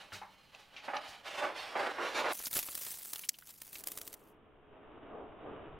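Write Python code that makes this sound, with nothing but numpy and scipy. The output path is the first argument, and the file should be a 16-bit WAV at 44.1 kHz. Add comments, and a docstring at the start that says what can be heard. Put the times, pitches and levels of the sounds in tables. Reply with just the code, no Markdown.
"""A table in a quiet room, where painting things are handled close by. After a few light knocks a tool
scrapes in strokes over paper on a board: its drag shakes the board, its edge rasps on the paper's tooth.
Then stiff bristles catch, scratch and flick across the sheet, and a hard tip snaps down with one sharp
click. At the end something soft slides in a dull, swelling rub over a faint hum."""
import sys
import numpy as np
from scipy import signal
from scipy.fft import rfft, irfft, next_fast_len
from scipy.io import wavfile
from scipy.ndimage import map_coordinates

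SR = 44100
rng = np.random.default_rng(int(sys.argv[2]) if len(sys.argv) > 2 else 0)


def transcribe(u):
    """Save the signal u as a 16-bit wav file named by the first command-line argument.

    u: samples, shape (n,) or (channels, n), limited to [-1, 1]; the rate is SR.
    q: integer samples, one column per channel.
    """
    v = np.clip(np.atleast_2d(u).T, -1, 1)
    q = np.round(v * 32767).astype(np.int16)
    wavfile.write(sys.argv[1], SR, q)


N = 255318
T = np.arange(N) / SR
LIFT_S = 2.328  # the tool leaves the paper and the bristles take over


def amp(db):
    """Decibels to gain."""
    return 10 ** (np.asarray(db) / 20)


def unit(x):
    """Scale to rms 1."""
    return x / np.sqrt(np.mean(x ** 2) + 1e-20)


def along(points, hz):
    """Read (freq_hz, value) points on a log axis."""
    freqs, values = np.transpose(points)
    return np.interp(np.log(hz + 1), np.log(freqs + 1), values)


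def add(track, start_s, sound):
    """Mix a short sound into the track."""
    part = track[:, round(start_s * SR):][:, :sound.shape[1]]
    part += sound[:, :part.shape[1]]


def fader(rows):
    """Gain ride through (time_s, level_db) points, silent outside them."""
    times, levels = np.transpose(rows)
    gate = np.interp(T, [times.min() - .008, times.min(), times.max(), times.max() + .008], [0, 1, 1, 0])
    return gate * amp(np.interp(T, times, levels))


def blows(rows, attack_s=0.00019):
    """Percussive envelope of (start_s, level_db, t60_s) hits."""
    out = np.zeros((1, N))
    for start_s, db, t60 in rows:
        t = T[:int(2 * t60 * SR)]
        hit = amp(db - 60 * t / t60) * (1 - np.exp(-t / attack_s))
        add(out, start_s, hit[None])
    return out[0]


def stroke(full_s, hold_s, db, swell_db_per_s=0, *, rise_s, t60_s):
    """Envelope of one hand movement: climbs 60 dB in rise_s, holds or swells, then dies away."""
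    out = np.zeros(N)
    span = slice(max(int((full_s - rise_s) * SR), 0), int((full_s + hold_s + t60_s) * SR))
    t = T[span] - full_s
    attack_db = 60 * np.minimum(t, 0) / rise_s
    release_db = -60 * np.maximum(t - hold_s, 0) / t60_s
    out[span] = amp(db + attack_db + swell_db_per_s * np.clip(t, 0, hold_s) + release_db)
    return out


def wobble(rate):
    """A random curve, rate knots a second."""
    knots = rng.standard_normal(int(N * rate / SR) + 2)
    return unit(np.interp(T * rate, np.arange(len(knots)), knots))


def hiss():
    """Two unrelated white noises."""
    return rng.standard_normal((2, N))


def grains(per_s, scatter_db, smooth):
    """Friction: tiny slips of scattered size over a share of smooth noise."""
    size = amp(scatter_db * np.minimum(rng.exponential(size=(2, N)), 4))
    slips = (rng.random((2, N)) < per_s / SR) * size * np.sign(hiss())
    return unit(unit(slips) + smooth * hiss())


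def filtered(x, response):
    """Zero-phase EQ with gain response(hz)."""
    size = next_fast_len(N + SR // 2, True)
    return irfft(rfft(x, size) * response(np.fft.rfftfreq(size, 1 / SR)), size)[..., :N]


def colour(x, spectrum, resonances=(), size=4096):
    """Causal EQ of unit energy: a smooth curve with resonant peaks on it."""
    hz = np.fft.rfftfreq(size, 1 / SR)
    peaks_db = sum(lift / (1 + (2 * (hz - centre) / width) ** 2) for centre, width, lift in resonances)
    cepstrum = irfft(np.log(amp(along(spectrum, hz) + peaks_db)))
    cepstrum[1:size // 2] *= 2  # fold to minimum phase
    cepstrum[size // 2 + 1:] = 0
    ring = irfft(np.exp(rfft(cepstrum)))
    return signal.fftconvolve(x, ring[None] / np.linalg.norm(ring), axes=1)[:, :N]


def mottled(x, depth_db, spacing_hz, drift_per_s, size):
    """A moving contact stirs ever different modes of the sheet: a drifting spectral ripple."""
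    hz, t, frames = signal.stft(x, SR, nperseg=size)
    place = np.meshgrid(hz / spacing_hz, t * drift_per_s, indexing="ij")
    ripple = map_coordinates(rng.standard_normal((600, 400)), place, order=1, mode="wrap")
    _, rippled = signal.istft(frames * amp(depth_db * unit(ripple)), nperseg=size)
    return unit(rippled[:, :N])


def spread(pair, width):
    """Two unrelated signals as mid and side of a stereo image."""
    mid, side = pair[0], filtered(pair[1], lambda hz: amp(along(width, hz)))
    return np.array([mid + side, mid - side])


# Fader ride of the handling rumble: time_s, level_db
RUMBLE_RIDE = [(0.0, -78.5), (2.38, -83), (2.55, -70), (2.99, -86.5), (5.79, -57.5)]
# Tone of the rumble and of the room air: freq_hz, gain_db
RUMBLE_EQ = [(20, -2.5), (70, -6.5), (150, -7.5), (400, -25.5), (1500, -85)]
AIR_EQ = [(30, 1.5), (200, 6), (450, -2), (1500, -11.5), (3300, -10), (4500, -43.5)]
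# Stereo width of handling (rumble and rub) and of the room: freq_hz, side_db
HANDLING_WIDTH = [(60, -9), (550, -11.5), (3000, -6.5)]
ROOM_WIDTH = [(60, -9), (600, -4)]
def room_tone():
    """The bed: low handling rumble and still, diffuse air."""
    rumble = fader(RUMBLE_RIDE) * colour(hiss(), RUMBLE_EQ)
    air = amp(-72.5) * colour(hiss(), AIR_EQ)
    return spread(rumble, HANDLING_WIDTH) + spread(air, ROOM_WIDTH)


def hum(start_s=3.72, pitch_hz=420, level_db=-68):
    """A faint hum fades in with the rubbing and wavers slightly."""
    level = np.clip((T - start_s) * 10, 0, 1) * amp(level_db + 2.2 * wobble(9))
    return level * np.sin(2 * np.pi * pitch_hz * T + .5 * wobble(34))


# Fader ride of the rub, louder with speed: time_s, level_db
RUB_RIDE = [(3.68, -77), (3.78, -63), (4.63, -65), (4.78, -57.5), (5.1, -52.5), (5.31, -57), (5.48, -48.5),
            (5.65, -51), (5.79, -55)]
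# The hand leans in twice: full_s, hold_s, level_db
LEANS = [(5.12, 0.1, -48.5), (5.457, 0.036, -50)]
# Dull tone of the rub and muffled tone of the leans: freq_hz, gain_db
RUB_EQ = [(40, -8), (170, -9), (300, 3), (600, -6), (1200, -5), (2000, -16.5), (2900, -16.5), (3800, -27.5),
          (4300, -71)]
LEAN_EQ = [(150, -10.5), (300, 5.5), (650, 0.5), (1200, -2.5), (4300, -72.5)]
# Hollow resonances under both: centre_hz, width_hz, lift_db
HOLLOW_MODES = [(290, 69, 0), (434, 41, 6.5), (658, 210, 7)]
def rubbing():
    """Something soft slides with a dull, hollow rush, which deepens where the hand leans in."""
    slips = grains(per_s=1500, scatter_db=2.0, smooth=0.92) * fader(RUB_RIDE) * amp(0.75 * wobble(30))
    weight = sum(stroke(*row, rise_s=0.11, t60_s=0.62) for row in LEANS)
    rush = colour(slips, RUB_EQ, HOLLOW_MODES)
    depth = colour(hiss() * weight, LEAN_EQ, HOLLOW_MODES)
    return spread(rush + depth, HANDLING_WIDTH)


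def set_down(start_s=.122, thud_hz=98, thud_db=-48, overtone_hz=195, overtone_db=-60):
    """The tool is set down: the table gives softly, in two low modes."""
    thud = blows([(start_s, thud_db, .25)], attack_s=0.008) * np.sin(2 * np.pi * thud_hz * T)
    bloom = blows([(start_s, overtone_db, .9)], attack_s=0.072)
    return thud + bloom * np.sin(2 * np.pi * overtone_hz * T + wobble(23.8))


# Short skids on the paper: start_s, level_db
SCUFFS = [(.123, -40.5), (0.585, -56.5), (1.075, -45.5)]
# Their airy tone: freq_hz, gain_db
SWISH_EQ = [(800, -13.5), (2000, -10.5), (4500, -9), (15000, -28)]
# Stereo width of the tool on paper and board: freq_hz, side_db
TOOL_WIDTH = [(100, -15), (400, -15), (1400, -12.5), (3800, -17)]
def scuffs(t60_s=0.22):
    """The tool skids briefly and the paper swishes."""
    skids = blows([(start_s, db, t60_s) for start_s, db in SCUFFS], attack_s=0.013)
    return spread(colour(hiss() * skids, SWISH_EQ), TOOL_WIDTH)


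# Light knocks of tools on the board: start_s, level_db, centre_hz, t60_s
KNOCKS = [(0.121, -45, 1310, 0.12), (0.2146, -44.5, 890, 0.26), (0.548, -48, 2660, 0.029),
          (.764, -47, 2350, 0.27), (.967, -33.5, 2200, 0.043), (2.456, -33.5, 5300, 0.045),
          (3.158, -38.5, 3200, 0.027), (3.236, -43, 2360, 0.062), (3.342, -51.5, 2780, 0.049),
          (3.423, -49, 1430, 0.028), (3.754, -40, 2568, 0.033)]
# Resonances of board and paper: centre_hz, width_hz, lift_db
BOARD_MODES = [(302, 9.9, 3), (453, 31, 1.5), (546, 27, 3), (606, 37, 4.5), (789, 23, 5.5),
               (845.5, 30, 4.5), (1037, 18, -1.5), (1658, 26, 2), (2135, 23, 4), (2972, 560, 2.5),
               (4020, 120, 4)]
def knocks():
    """Each knock rings a narrow patch of the board's resonances."""
    out, t = np.zeros((2, N)), T[:SR // 3]
    for start_s, db, hz, t60 in KNOCKS:
        patch_eq = [(hz / 4, -22), (hz / 1.3, -10), (hz, 0), (hz * 2.64, -14), (hz * 3.8, -44)]
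        strike = rng.standard_normal((2, len(t))) * amp(db - 60 * t / t60)
        add(out, start_s, colour(strike, patch_eq, BOARD_MODES + [(hz, hz / 6, 4)]))
    return spread(out, TOOL_WIDTH)


# The edge slides, and the hand bears down: full_s, hold_s, relative_db
SLIDES = [(.008, 0.0026, -57), (0.146, 0.0065, -57), (0.547, .045, -64), (0.745, 0.027, -62),
          (0.845, 0.014, -55.5), (0.948, 0.0094, -54.5), (1.018, 0.12, -57), (1.267, 0.12, -50),
          (1.377, 0.016, -47), (1.565, 0.13, -50), (1.77, 0.16, -51), (2.037, 0.058, -47.5),
          (2.157, 0.031, -42), (2.297, 0.014, -43)]
PRESSES = [(0.962, 0.0033, -41), (1.443, 0.0093, -32.5), (1.801, 0.079, -36), (2.004, 0.057, -38),
           (2.189, 0.029, -36.5), (2.256, 0.044, -34)]
# The tool bites into the paper: start_s, relative_db, t60_s
BITES = [(.879, -31.5, 0.079), (.934, -32.5, 0.088), (1.753, -27.5, 0.073), (1.984, -29, 0.033)]
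# Woody drag, gritty rasp and low flex: freq_hz, gain_db
DRAG_EQ = [(60, -39), (180, -19.5), (330, -9), (600, -1), (850, 1), (1500, -2), (2200, -8), (3500, -24),
           (7000, -58.5)]
RASP_EQ = [(300, -18.5), (550, -3), (1300, -0.5), (2700, 0), (4500, -5), (7500, -17), (11000, -21.5),
           (15000, -33)]
FLEX_EQ = [(150, -19), (320, 4), (520, 7), (1200, -46)]
# Bright tone of the faint hiss and the bristle scratch: freq_hz, gain_db
SCRATCH_EQ = [(300, -25), (1500, -15), (4500, -5.5), (7500, -2.5), (11500, 1), (15800, -0.5)]
def scraper(flex_full_s=1.54, flex_rise_s=0.14):
    """The tool's drag shakes the board, more under weight; its edge rasps the paper, more at speed."""
    slide = np.max([stroke(*row, rise_s=0.14, t60_s=0.46) for row in SLIDES], axis=0)
    press = np.max([stroke(*row, rise_s=0.33, t60_s=0.33) for row in PRESSES], axis=0)
    creep_drag, creep_rasp = amp(-78.5), amp(-69)  # between strokes the tool barely moves
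    drag = np.hypot(press, amp(-2) * slide) + blows(BITES, attack_s=0.0024) + creep_drag
    rasp = np.hypot(np.hypot(slide, amp(-16) * press), creep_rasp)
    contact = np.clip((LIFT_S - T) / 0.0043, 0, 1) * amp(1.23 * wobble(70))
    slips = grains(per_s=2500, scatter_db=-1.0, smooth=0.61)
    slips = mottled(slips, depth_db=2.4, spacing_hz=44.63, drift_per_s=5.0, size=2048)
    tooth = grains(per_s=6000, scatter_db=0.0, smooth=0.83)
    tooth = mottled(tooth, depth_db=3.5, spacing_hz=39.76, drift_per_s=5.04, size=2048)
    body = colour(slips * drag * contact, DRAG_EQ, BOARD_MODES)
    edge = amp(3.5) * colour(tooth * rasp * contact, RASP_EQ, BOARD_MODES)
    inward = np.clip((T - flex_full_s) / flex_rise_s + 1, 0, 1)  # the board flexes as the tool works in
    flex = amp(-10.5) * colour(hiss() * drag * contact * inward, FLEX_EQ, BOARD_MODES)
    faint_hiss = amp(-79.5) * colour(hiss() * contact, SCRATCH_EQ)  # steady and high, under the scraping
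    pan_right = amp([[-1.1], [1.1]])
    return spread(body + flex + edge + faint_hiss, TOOL_WIDTH) * pan_right


# The sheet buckles: start_s, relative_db
BUCKLES = [(2.401, -42.5), (2.558, -36.5), (2.5656, -36), (2.582, -38), (2.589, -41.5), (2.686, -38.5),
           (2.867, -41)]
# Papery tone of the sheet: freq_hz, gain_db
PAPER_EQ = [(30, -3), (150, -5), (800, 0), (1200, -1.5), (3000, -3), (6000, -11.5), (12000, -34.5)]
# Stereo width of pops, cracks and flicks: freq_hz, side_db
SNAP_WIDTH = [(300, -7.5), (3000, -17.5)]
def buckles(t60_s=0.032):
    """The stiff sheet gives under the bristles with short, papery pops."""
    pops = blows([(start_s, db, t60_s) for start_s, db in BUCKLES])
    return spread(amp(-0.5) * colour(hiss() * pops, PAPER_EQ), SNAP_WIDTH)


# A hard tip touches, then snaps down: start_s, relative_db
TIP_HITS = [(3.2882, -33), (3.2909, -19)]
# The tip's ring: pitch_hz, relative_db, t60_s
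TIP_MODES = [(5300, 3, 0.014), (6270, -8, 0.014), (8600, -2.5, 0.0104), (12130, -13.5, 0.017),
             (12980, -2, 0.011)]
# Crisp tone of the reflections: freq_hz, gain_db
CRACK_EQ = [(900, -30), (1900, 0), (3700, -1), (6000, 9), (12000, 1)]
def click(snap_hz=6700, snap_s=0.000306, burst_t60_s=0.02):
    """The hard tip snaps and rings for a few milliseconds, with a burst of small reflections."""
    out, t = np.zeros((2, N)), T[:SR // 20]
    ring = sum(amp(db - 60 * t / t60) * np.sin(2 * np.pi * (hz * t + rng.random()))
               for hz, db, t60 in TIP_MODES)
    ring *= 1 - np.exp(-t / snap_s)
    snap = np.exp(-(2 * (t - snap_s) / snap_s) ** 2) * np.sin(2 * np.pi * snap_hz * t)
    hit = amp(-5) * ring / np.abs(ring).max() + amp(6) * snap
    for start_s, db in TIP_HITS:
        add(out, start_s, amp(db) * hit[None])
    burst = blows([(start_s, db - 2, burst_t60_s) for start_s, db in TIP_HITS]) * hiss()
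    return out + spread(colour(burst, CRACK_EQ), SNAP_WIDTH)


GRAZE_S, GRAZE_HOLD_S = 3.28, 1.02  # stray bristles stay on the sheet between strokes
# Brush strokes: full_s, hold_s, relative_db, swell_db_per_s
BRUSH_STROKES = [(2.32, 0.16, -47, 17.5), (2.512, 0.75, -43.5, -10.5), (2.556, 0.034, -39.5, -73),
                 (2.81, 0.12, -51, -18), (3.466, 0.036, -59, 253), (3.512, 0.197, -69.5, 54),
                 (3.731, 0.079, -52, 12), (3.863, 0.27, -53, -36.5)]
def bristle_contact(rise_s=0.029):
    """Envelope of the bristles on the sheet: the strokes over a light, fading graze."""
    graze = stroke(GRAZE_S, GRAZE_HOLD_S, db=-64, swell_db_per_s=-8.5, rise_s=rise_s, t60_s=0.14)
    return graze + sum(stroke(*row, rise_s=rise_s, t60_s=0.05) for row in BRUSH_STROKES)


# Stereo width of the bristles: freq_hz, side_db
BRUSH_WIDTH = [(300, -11.5), (3000, -23.5)]
def brush(clumps_per_s=52):
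    """Bristles catch and slip in uneven clumps: a bright scratch, and a softer patter from the sheet."""
    contact, firm = bristle_contact(), amp(-45)
    sheet_drive = amp(-17) * firm * (contact / firm) ** 0.85  # grows more slowly than the scratch
    clump_rate = clumps_per_s * amp(4 * wobble(clumps_per_s))
    clumps = np.sin(2 * np.pi * np.cumsum(clump_rate) / SR)
    tips = grains(per_s=7000, scatter_db=2.5, smooth=0.57)
    tips = mottled(tips, depth_db=2.5, spacing_hz=682.0, drift_per_s=66, size=256)
    tips *= unit(amp(2.7 * clumps + 1.9 * wobble(450)))
    sheet = grains(per_s=1300, scatter_db=0.5, smooth=0.27) * unit(amp(3.5 * clumps))
    scratch = amp(1.5) * colour(tips * contact, SCRATCH_EQ)
    patter = amp(1) * colour(sheet * sheet_drive, PAPER_EQ)
    return spread(scratch + patter, BRUSH_WIDTH)


# Tufts flick free: start_s, relative_db
FLICKS = [(2.4694, -22.5), (2.530, -22.5), (2.5385, -22.5), (2.5668, -21), (2.5906, -19), (2.6286, -25.5),
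          (2.7523, -23), (2.777, -27.5), (2.823, -34), (2.913, -41), (3.1336, -21.5), (3.159, -27.5),
          (3.1933, -28.5), (3.387, -35.5), (3.6179, -29), (3.668, -40), (3.7302, -34), (3.8386, -30),
          (3.872, -21.5), (3.8847, -28), (3.9182, -27.5), (3.9746, -25.5), (3.9855, -32), (4.0144, -27.5),
          (4.068, -36), (4.0766, -29), (4.129, -32.5), (4.14, -30.5)]
# Their sharp, bright tone: freq_hz, gain_db
FLICK_EQ = [(100, -3.5), (900, -3.5), (3000, -2), (7000, -0.5), (12000, 2.5), (15800, 3.5)]
def flicks(tuft_t60_s=0.025, tick_t60_s=0.01143, lead_s=0.00062, tick_count=120):
    """Tufts let go with a crack and a short spray; single bristles tick at random through the strokes."""
    release = blows([(start_s, db, tuft_t60_s) for start_s, db in FLICKS])
    tick_times = rng.uniform(LIFT_S, GRAZE_S + GRAZE_HOLD_S, tick_count)
    tick_rows = [(start_s, 12.5 - 12 * rng.random(), tick_t60_s) for start_s in tick_times]
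    ticking = bristle_contact() * blows(tick_rows)
    # smoothed backwards in time: a few bristles slip just ahead of each crack
    pole = np.exp(-1 / (lead_s * SR))
    release = signal.lfilter([1 - pole], [1, -pole], release[::-1])[::-1]
    tufts = amp(-5) * colour(hiss() * release, FLICK_EQ)
    ticks = colour(hiss() * ticking, FLICK_EQ)
    return spread(tufts, SNAP_WIDTH) + spread(ticks, BRUSH_WIDTH)


def scene():
    """Tool, then brush, then the rub, all on one table over the room tone."""
    tool_work = set_down() + scuffs() + knocks() + scraper()
    brush_work = brush() + flicks() + buckles() + click()
    return tool_work + brush_work + rubbing() + hum() + room_tone()


def record(dry):
    """A steep high cut on the whole mix."""
    top_hz, slope_width_hz = 16050, 400
    return filtered(dry, lambda hz: np.clip((top_hz - hz) / slope_width_hz, 0, 1))


dry = scene()
out = record(dry)
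transcribe(out)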